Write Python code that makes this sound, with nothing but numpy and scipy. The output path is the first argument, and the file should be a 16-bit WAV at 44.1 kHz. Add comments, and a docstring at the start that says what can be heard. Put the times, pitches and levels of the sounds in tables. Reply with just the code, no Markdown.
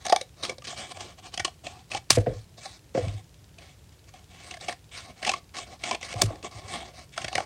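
"""Quick crackling jerks and dry scraping open the scene: scissors cut stiff folded carton above a wooden table.
Noise bursts through card resonances make the tearing; gusty grit through the same card makes the scrape.
The blades snap shut twice as ringing steel, and the sheet knocks and booms on the table's modes.
Behind it lie a small room's short tail, a faint steady ticking and a bass-heavy hush."""
import sys
import numpy as np
from scipy import signal
from scipy.fft import rfft, irfft
from scipy.io import wavfile
from scipy.ndimage import uniform_filter1d

SR = 44100
rng = np.random.default_rng(int(sys.argv[2]) if len(sys.argv) > 2 else 0)


def unload_audio(sound):
    """Save the sound as a 16-bit wav file, at the path given as the first command line argument."""
    columns = np.transpose(np.atleast_2d(sound))
    # keep every value between -1 and 1, then stretch to whole-number steps
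    steps = np.round(np.clip(columns, -1, 1) * 32767)
    wavfile.write(sys.argv[1], SR, steps.astype(np.int16))


N = 328545


def undb(db):
    """Gain of a level in dB."""
    return 10 ** (np.asarray(db) / 20)


def ring(x, hz, width_hz):
    """One resonance, gain 1 at its centre."""
    return signal.lfilter(*signal.iirpeak(hz, hz / max(width_hz, 5), fs=SR), x)


def body(x, modes):
    """A struck or rubbed object: a bank of resonances with alternating sign."""
    out = np.zeros(len(x))
    for k, (hz, width_hz, db) in enumerate(modes):
        out += (-1) ** k * undb(db) * ring(x, hz, width_hz)
    return out


def patchy(x, modes, depth_db, rate):
    """A bank of resonances whose levels wander apart as grip and bend change."""
    out = np.zeros(len(x))
    for k, (hz, width_hz, db) in enumerate(modes):
        wandering = undb(db + depth_db * walk(rate))
        out += (-1) ** k * wandering * ring(x, hz, width_hz)
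    return out


def rms(x, db=0):
    """Scale to an rms level in dB."""
    return x * undb(db) / np.sqrt(np.mean(x ** 2))


def peak(x, db):
    """Scale to a peak level in dB."""
    return x * undb(db) / np.max(np.abs(x))


def dull(x, hz, order=2):
    """Low-pass."""
    return signal.sosfilt(signal.butter(order, hz, fs=SR, output="sos"), x)


def walk(rate):
    """Random levels held for 1 / rate seconds, then slewed into ramps; spread a little under 1."""
    hold = int(SR / rate)
    steps = np.repeat(rng.standard_normal(N // hold + 1), hold)
    return uniform_filter1d(steps, hold)[:N]


def push(noise, ms):
    """Noise under a rounded swell that lasts about ms."""
    u = np.arange(len(noise)) / SR / (max(ms, .2) / 2500)  # 1 at the top of the swell
    return noise * (u * np.exp(1 - u)) ** 2


def add(out, s, x):
    """Mix x into out from time s."""
    i = int(s * SR)
    out[i:i + len(x)] += x[:len(out) - i]


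# The cut jerks forward. Each row: start in seconds, crackle level in dB, panel pitch in Hz,
# panel level in dB over the crackle, tear length in ms.
JERKS = [(0.0495, -22.5, 780, -2.5, 12), (0.063, -17.5, 710, -6.5, 7.5), (0.0824, -25, 730, -4, 5.2),
         (0.0947, -18, 763, -0.5, 8.4), (0.1222, -14, 749, 9, 8.4), (0.1605, -12, 758, -3, 3.95),
         (0.211, -19.5, 537, -10, 5.9), (0.4344, -17, 534, -30, 1.74), (0.4484, -20.5, 1250, -8, 5.3),
         (0.4936, -17, 512, -8, 7.7), (0.5814, -33, 543, -5, 5.5), (0.62, -35.5, 1190, -6, 5.6),
         (0.7264, -40, 715, 6.5, 4.9), (0.9707, -30, 654, -6.5, 2.1), (1.0025, -26.5, 750, -7, 14.5),
         (1.3384, -24.5, 745, -10, 10), (1.3747, -17.5, 723, -10, 6), (1.3942, -18, 750, -6, 11.3),
         (1.4454, -10.5, 1084, -10, 10.4), (1.4775, -30.5, 730, 1.5, 5.8), (1.6658, -22.5, 610, -6.5, 6.9),
         (1.9135, -21, 700, -12.5, 10.4), (1.9466, -18.5, 784, -1.5, 5.7), (1.9724, -30, 750, -22, 4.2),
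         (2.6538, -27.5, 770, -2, 10), (3.0811, -32, 580, -7.5, 5), (3.5822, -37, 690, -10, 8.4),
         (4.138, -42, 743, 1, 5.3), (4.5096, -25.5, 720, -22, 5.5), (4.5381, -29, 680, -7.5, 8.5),
         (4.568, -35, 670, -5.5, 8), (4.6069, -30.5, 775, -13, 11), (4.6808, -21, 720, 1, 11.8),
         (4.6917, -21.5, 739, 2.5, 7.6), (4.7234, -28, 1107, -14, 7.4), (5.1672, -63, 684, 0, 6),
         (5.226, -23, 740, -8, 8.6), (5.2472, -15, 1140, -36, 6.1), (5.2614, -18.5, 760, -2.5, 21),
         (5.2744, -16.5, 744, -2.5, 5.8), (5.2909, -10, 764, -9.5, 9.1), (5.3163, -20, 1040, -5, 2.6),
         (5.3353, -18.5, 1130, -0.5, 7.4), (5.585, -25.5, 1110, -5, 2.7), (5.8356, -18, 705, -14, 8.4),
         (5.91, -16, 1006, -0.5, 5.2), (5.9455, -21, 757, -4.5, 8.3), (6.0112, -32, 740, -8, 4),
         (6.0273, -23, 525, -15.5, 6.2), (6.1386, -26.5, 510, -1, 4.1), (6.356, -38.5, 525, 0, 4.7),
         (6.4268, -32.5, 740, -10, 5.1), (7.1761, -18, 660, -10.5, 5.8), (7.215, -29, 790, -16, 6.9),
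         (7.2426, -18.5, 710, -10, 8.7), (7.28, -21.5, 770, -8.5, 7.1), (7.3282, -24.5, 764, 0, 3.6),
         (7.352, -12.5, 550, -10.5, 5.3), (7.3796, -23, 750, 8.5, 3.4), (7.4026, -27, 765, 8.5, 5.2)]
# Resonances of the stiff card. Each row: centre in Hz, width in Hz, level in dB.
CARD_MODES = [(1653, 830, -4), (2324, 53, 5.5), (2580, 75, -5.5), (3470, 575, 5.5), (3890, 1370, 1.5),
              (6600, 2320, -4.5), (8450, 830, -3)]
# Resonances of the free carton panel. Each row: centre in Hz, width in Hz, level in dB.
PANEL_MODES = [(672, 179, -1), (741, 78, 3.5), (1119, 140, -6.5), (390, 270, -6.5), (206, 140, -8)]
# The card's brightest pitch drifts with where it is held and cut. Each row: time in seconds, pitch in Hz.
BRIGHT_PITCH = [(0, 6140), (0.25, 4810), (0.45, 3240), (1.2, 2870), (2, 2240), (2.6, 4110), (3, 2110),
                (5, 2220), (7.45, 2054)]
BRIGHT_SCATTER = .2  # each jerk lands about this share off the brightest pitch
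CARD_TOP_HZ = 8970


def bright_hz(s):
    """The card's brightest pitch in Hz at time s, gliding between the listed points."""
    return np.interp(s, *np.transpose(BRIGHT_PITCH))


def slips():
    """Each jerk tears fibres for a few ms; the card crackles and the free panel rings."""
    out = np.zeros(N)
    noises = rng.standard_normal((len(JERKS), 4096))
    for (s, db, panel_hz, panel_db, ms), noise in zip(JERKS, noises):
        hz = bright_hz(s) * np.exp(BRIGHT_SCATTER * noise[-2])  # a late noise sample serves as the scatter
        tear = push(noise, ms)
        crackle = peak(body(tear, CARD_MODES), 0) + peak(ring(tear, hz, hz / 6), -0.25)
        crackle = crackle + peak(body(tear, PANEL_MODES[3:]), -18.0)  # a little low body
        panel_note = ring(ring(tear, panel_hz, 270), panel_hz, 84)
        panel = peak(panel_note, 0) + peak(body(tear, PANEL_MODES[:3]), -5.0)
        add(out, s, peak(crackle, db) + peak(panel, db + panel_db))
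    return dull(out, CARD_TOP_HZ, order=3)


# Blades and fingers rub the card. Each row: start in seconds, firmest moment in seconds, end in seconds,
# hiss level in dB at the firmest, panel level in dB over the hiss.
RUBS = [(0, 0.026, 0.06, -50.5, -7), (0.04, 0.063, 0.24, -43, -8), (0.364, 0.418, 0.43, -51.5, 1),
        (0.422, 0.441, 0.485, -31, -5), (0.473, 0.487, 0.545, -43, 4.5), (0.638, 0.667, 0.667, -34, -12),
        (0.664, 0.673, 0.78, -36.5, -6), (0.76, 0.791, 0.9, -37, -3.5), (0.888, 0.923, 0.937, -40.5, -3.5),
        (0.939, 0.975, 0.99, -44.5, -1.5), (0.982, 1.015, 1.145, -43.5, -1.5),
        (1.171, 1.193, 1.215, -49.5, -1.5), (1.22, 1.258, 1.31, -45, -2), (1.316, 1.34, 1.38, -45.5, -4),
        (1.445, 1.475, 1.51, -57, 8), (1.632, 1.649, 1.83, -46.5, 1), (1.899, 1.98, 1.99, -36, -1.5),
        (2.215, 2.356, 2.45, -53.5, -2.5), (2.567, 2.586, 2.62, -48, -2), (2.607, 2.64, 2.785, -43, -10),
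        (2.938, 2.955, 3.22, -43.5, 0.5), (3.577, 3.624, 3.76, -52, -4.5), (3.914, 3.928, 3.95, -58, -9),
        (4.07, 4.091, 4.11, -53.5, -3.5), (4.129, 4.16, 4.25, -55, -1), (4.298, 4.517, 4.59, -46.5, -5),
        (4.597, 4.646, 4.67, -43, -3.5), (4.656, 4.704, 4.76, -43, 0.5), (4.911, 4.958, 5.07, -39.5, -11),
        (5.032, 5.099, 5.14, -52.5, 6), (5.156, 5.204, 5.23, -51.5, -2), (5.215, 5.28, 5.4, -37, -2.5),
        (5.535, 5.578, 5.66, -36.5, -6.5), (5.656, 5.736, 5.775, -49, 4.5), (5.79, 5.826, 5.84, -49.5, -5),
        (5.828, 5.862, 5.91, -34, -5), (5.876, 5.934, 5.97, -35.5, 1.5), (6.004, 6.05, 6.11, -39.5, -8.5),
        (6.081, 6.126, 6.15, -37.5, -3), (6.149, 6.201, 6.233, -40.5, 7), (6.22, 6.293, 6.43, -52, 11),
        (6.429, 6.465, 6.492, -38.5, 2.5), (6.507, 6.596, 6.62, -45, 0.5), (6.611, 6.662, 6.7, -48, 4),
        (6.676, 6.743, 6.84, -36, 0.5), (6.8, 6.883, 6.93, -48.5, 3.5), (6.93, 6.99, 7.06, -47.5, -0.5),
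        (7.116, 7.143, 7.18, -47.5, -20), (7.159, 7.19, 7.32, -41.5, -3.5), (7.313, 7.38, 7.45, -38.5, 1)]
TOUCH_S, LIFT_S = 0.0075, .015  # contact is made quickly and lost more slowly
SWELL_DB, FADE_DB = 10, 13.5  # how far under its firmest a stroke starts and ends


def scrape():
    """Dense tiny fibre clicks of uneven size, in gusts, coloured by card and panel."""
    gusts_db = 1.8 * walk(900) + 1.3 * walk(90) + .7 * walk(30)
    grit = rng.standard_normal(N) * undb(gusts_db)
    # thick fibres snap well above the rest: about 250 grains a second are six times as strong
    grit = grit * (1 + 5.0 * (rng.random(N) < 250 / SR))
    card = rms(patchy(grit, CARD_MODES, 2.2, 30))
    panel = rms(patchy(grit, PANEL_MODES, 2.2, 22))
    out = np.zeros(N)
    for start, firmest, end, db, panel_db in RUBS:
        hz = bright_hz((start + end) / 2)
        i, j = int(max(start, 0) * SR), min(int(end * SR), N)
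        t = np.arange(j - i) / SR
        contact = np.minimum(1, t / TOUCH_S) * np.minimum(1, (t[-1] - t) / LIFT_S)
        pressure_db = np.interp(start + t, [start, firmest, end], [db - SWELL_DB, db, db - FADE_DB])
        hiss = card[i:j] + rms(ring(grit[i:j], hz, hz / 6), -7)
        rub = rms(hiss) + undb(panel_db) * panel[i:j]
        out[i:j] += contact * undb(pressure_db) * rub
    return dull(out, CARD_TOP_HZ, order=3)


# The blades snap shut. Each row: start in seconds, snap level in dB, then panel, last fibres and shiver,
# each in dB over the snap level.
SNAPS = [(2.0991, 8.5, -20.5, -20, -21.5), (6.2129, -1.5, -13, -8.5, -22.5)]
# Resonances of the steel blades. Each row: centre in Hz, width in Hz, level in dB.
BLADE_MODES = [(2010, 880, -10), (3600, 200, -13.5), (4490, 770, -2), (6260, 770, -5.5), (7740, 2200, -7),
               (8300, 5500, -16.5), (14300, 1000, -25.5)]


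def snips():
    """The last fibres give way just before the steel meets; blades and panel ring, the freed sheet shivers."""
    out = np.zeros(N)
    t = np.arange(8192) / SR
    noises = rng.standard_normal((len(SNAPS), 3, len(t)))
    for (s, db, panel_db, fibre_db, shiver_db), noise in zip(SNAPS, noises):
        fibres = dull(body(push(noise[0], 12.0), CARD_MODES), CARD_TOP_HZ)
        add(out, s, peak(fibres, db + fibre_db))
        blow = push(noise[1], .7) + 0.12 * push(noise[1], 5.5)
        blades = peak(body(blow, BLADE_MODES), db + 1.5)
        panel = peak(body(blow, PANEL_MODES), db + panel_db)
        # the shiver falls 60 dB in 0.17 s, fluttering on the way
        flutter = undb(-60 * t / 0.17 + 4.1 * walk(130)[:len(t)])
        shiver = dull(ring(noise[2], 3500, 8800), 9700, order=4) * flutter
        add(out, s + 0.006, blades + panel + peak(shiver, db + shiver_db))
    return out


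# The sheet knocks on the table. Each row: start in seconds, peak level in dB, pitch in Hz, contact in ms.
SHEET_KNOCKS = [(2.168, -9.5, 491, 11.7), (2.181, -17, 260, 6.5), (2.261, -14, 502, 14.5),
                (2.293, -23, 508, 5.8), (2.314, -34, 477, 14), (2.946, -14.5, 521, 14.4),
                (2.973, -14, 474, 6.2), (3.033, -29, 280, 22.3), (6.224, -19.5, 392, 9),
                (6.301, -27, 318, 10)]
# Resonances of the wooden table. Each row: centre in Hz, width in Hz, level in dB.
TABLE_MODES = [(177, 77, 0), (308, 51, 4.5), (489, 38, 11), (677, 90, 4), (1790, 800, -15.5)]
# Sheet and hands thump the table top. Each row: start in seconds, peak level in dB, push length in ms.
THUMPS = [(1.385, -38.5, 41), (1.427, -59, 22), (1.912, -41, 64), (2.105, -26, 38), (2.171, -13.5, 10),
          (2.273, -19.5, 14), (2.296, -33, 94), (2.954, -28.5, 54), (3.008, -23, 38), (3.064, -23, 17.3),
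          (3.107, -28, 61), (6.146, -26.5, 17), (6.228, -18, 16.6), (6.243, -26, 51), (6.545, -37, 10),
          (6.622, -40, 29), (7.23, -34.5, 30), (7.345, -37, 25)]
BOOM_HZ = 103.3


def table():
    """Knocks ring the table's modes and rumble on; slower pushes swing its lowest modes."""
    out = np.zeros(N)
    noises = rng.standard_normal((len(SHEET_KNOCKS), 8192))
    for (s, db, hz, ms), noise in zip(SHEET_KNOCKS, noises):
        blow = push(noise, ms) + 0.14 * push(noise, 5.4 * ms)
        # the bent sheet adds its own note to the table's
        note = peak(ring(ring(blow, hz, 29.6), hz, 260), 0)
        wood = peak(dull(body(blow, TABLE_MODES), 2700), 7.5)
        add(out, s, peak(note + wood, db))
    noises = rng.standard_normal((len(THUMPS), 16384))
    for (s, db, ms), noise in zip(THUMPS, noises):
        shove = push(noise, ms)
        boom = peak(ring(ring(shove, BOOM_HZ, 16.8), BOOM_HZ, 54), 0)
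        deep = peak(ring(ring(shove, 45, 26), 45, 40), -12.5)
        add(out, s, peak(boom + deep, db))
    return out


TICK_FIRST_S, TICK_PERIOD_S, TICK_DB = .0422, .05, -47  # typical peak level


def ticking():
    """A faint bright tick at a steady rate: short noise puffs through a broad treble resonance."""
    out = np.zeros(N)
    times = np.arange(TICK_FIRST_S, N / SR, TICK_PERIOD_S)
    for s, noise in zip(times, rng.standard_normal((len(times), 512))):
        tick = ring(ring(push(noise, 2.5), 3600, 3500), 3600, 4000)
        add(out, s, peak(tick, TICK_DB + 1.5 * noise[0]))  # levels vary a little
    return out


ROOM_T60_S, ROOM_DB = 0.16, -15.5  # time to fall 60 dB, tail energy against the direct sound


def room(x):
    """A short diffuse tail, duller than the direct sound: decaying noise convolved with it."""
    t = np.arange(SR // 2) / SR
    build_up = 1 - np.exp(-t / 0.0024)
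    tail = rng.standard_normal(len(t)) * undb(-60 * t / ROOM_T60_S) * build_up
    tail = ring(tail, 1100, 11000)
    tail = tail * undb(ROOM_DB) / np.sqrt(np.sum(tail ** 2))
    return signal.fftconvolve(x, tail)[:N]


# Spectrum shape of the hush. Each row: frequency in Hz, relative level per Hz in dB.
HUSH_SHAPE = [(21, -61), (35, -16.5), (65, -3), (97, -3), (162, -9.5), (219, -19), (276, -18), (448, -22),
              (987, -29), (1150, -32), (1410, -31.5), (7400, -34), (15500, -44)]
HUSH_DB = -53  # rms


def hush():
    """Steady room and microphone noise, strongest in the bass: white noise shaped in its spectrum."""
    f = np.maximum(np.fft.rfftfreq(N, 1 / SR), 1)
    hz, db = np.transpose(HUSH_SHAPE)
    shape = undb(np.interp(np.log(f), np.log(hz), db))
    return rms(irfft(rfft(rng.standard_normal(N)) * shape, N), HUSH_DB)


# Bands that the echo off the table top cancels. Each row: centre in Hz, width in Hz.
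ECHO_DIPS = [(950, 110), (1550, 76)]


def scene():
    """Cutting and ticking with the room's tail, snaps, the table echo's dips, then table and hush."""
    near = slips() + scrape() + ticking()
    near = near + room(near) + snips()
    for hz, width_hz in ECHO_DIPS:
        near = near - .9 * ring(near, hz, width_hz)
    return (near + table() + hush())[None]


TOP_HZ = 15800


def record(dry):
    """The microphone drops the deepest bass, the loudest snaps clip, the top is cut."""
    no_rumble = signal.sosfilt(signal.butter(5, 38, "high", fs=SR, output="sos"), dry)
    clipped = np.clip(no_rumble, -1, 1)
    return signal.sosfilt(signal.ellip(8, .2, 30, TOP_HZ, fs=SR, output="sos"), clipped)


dry = scene()
out = record(dry)
unload_audio(out)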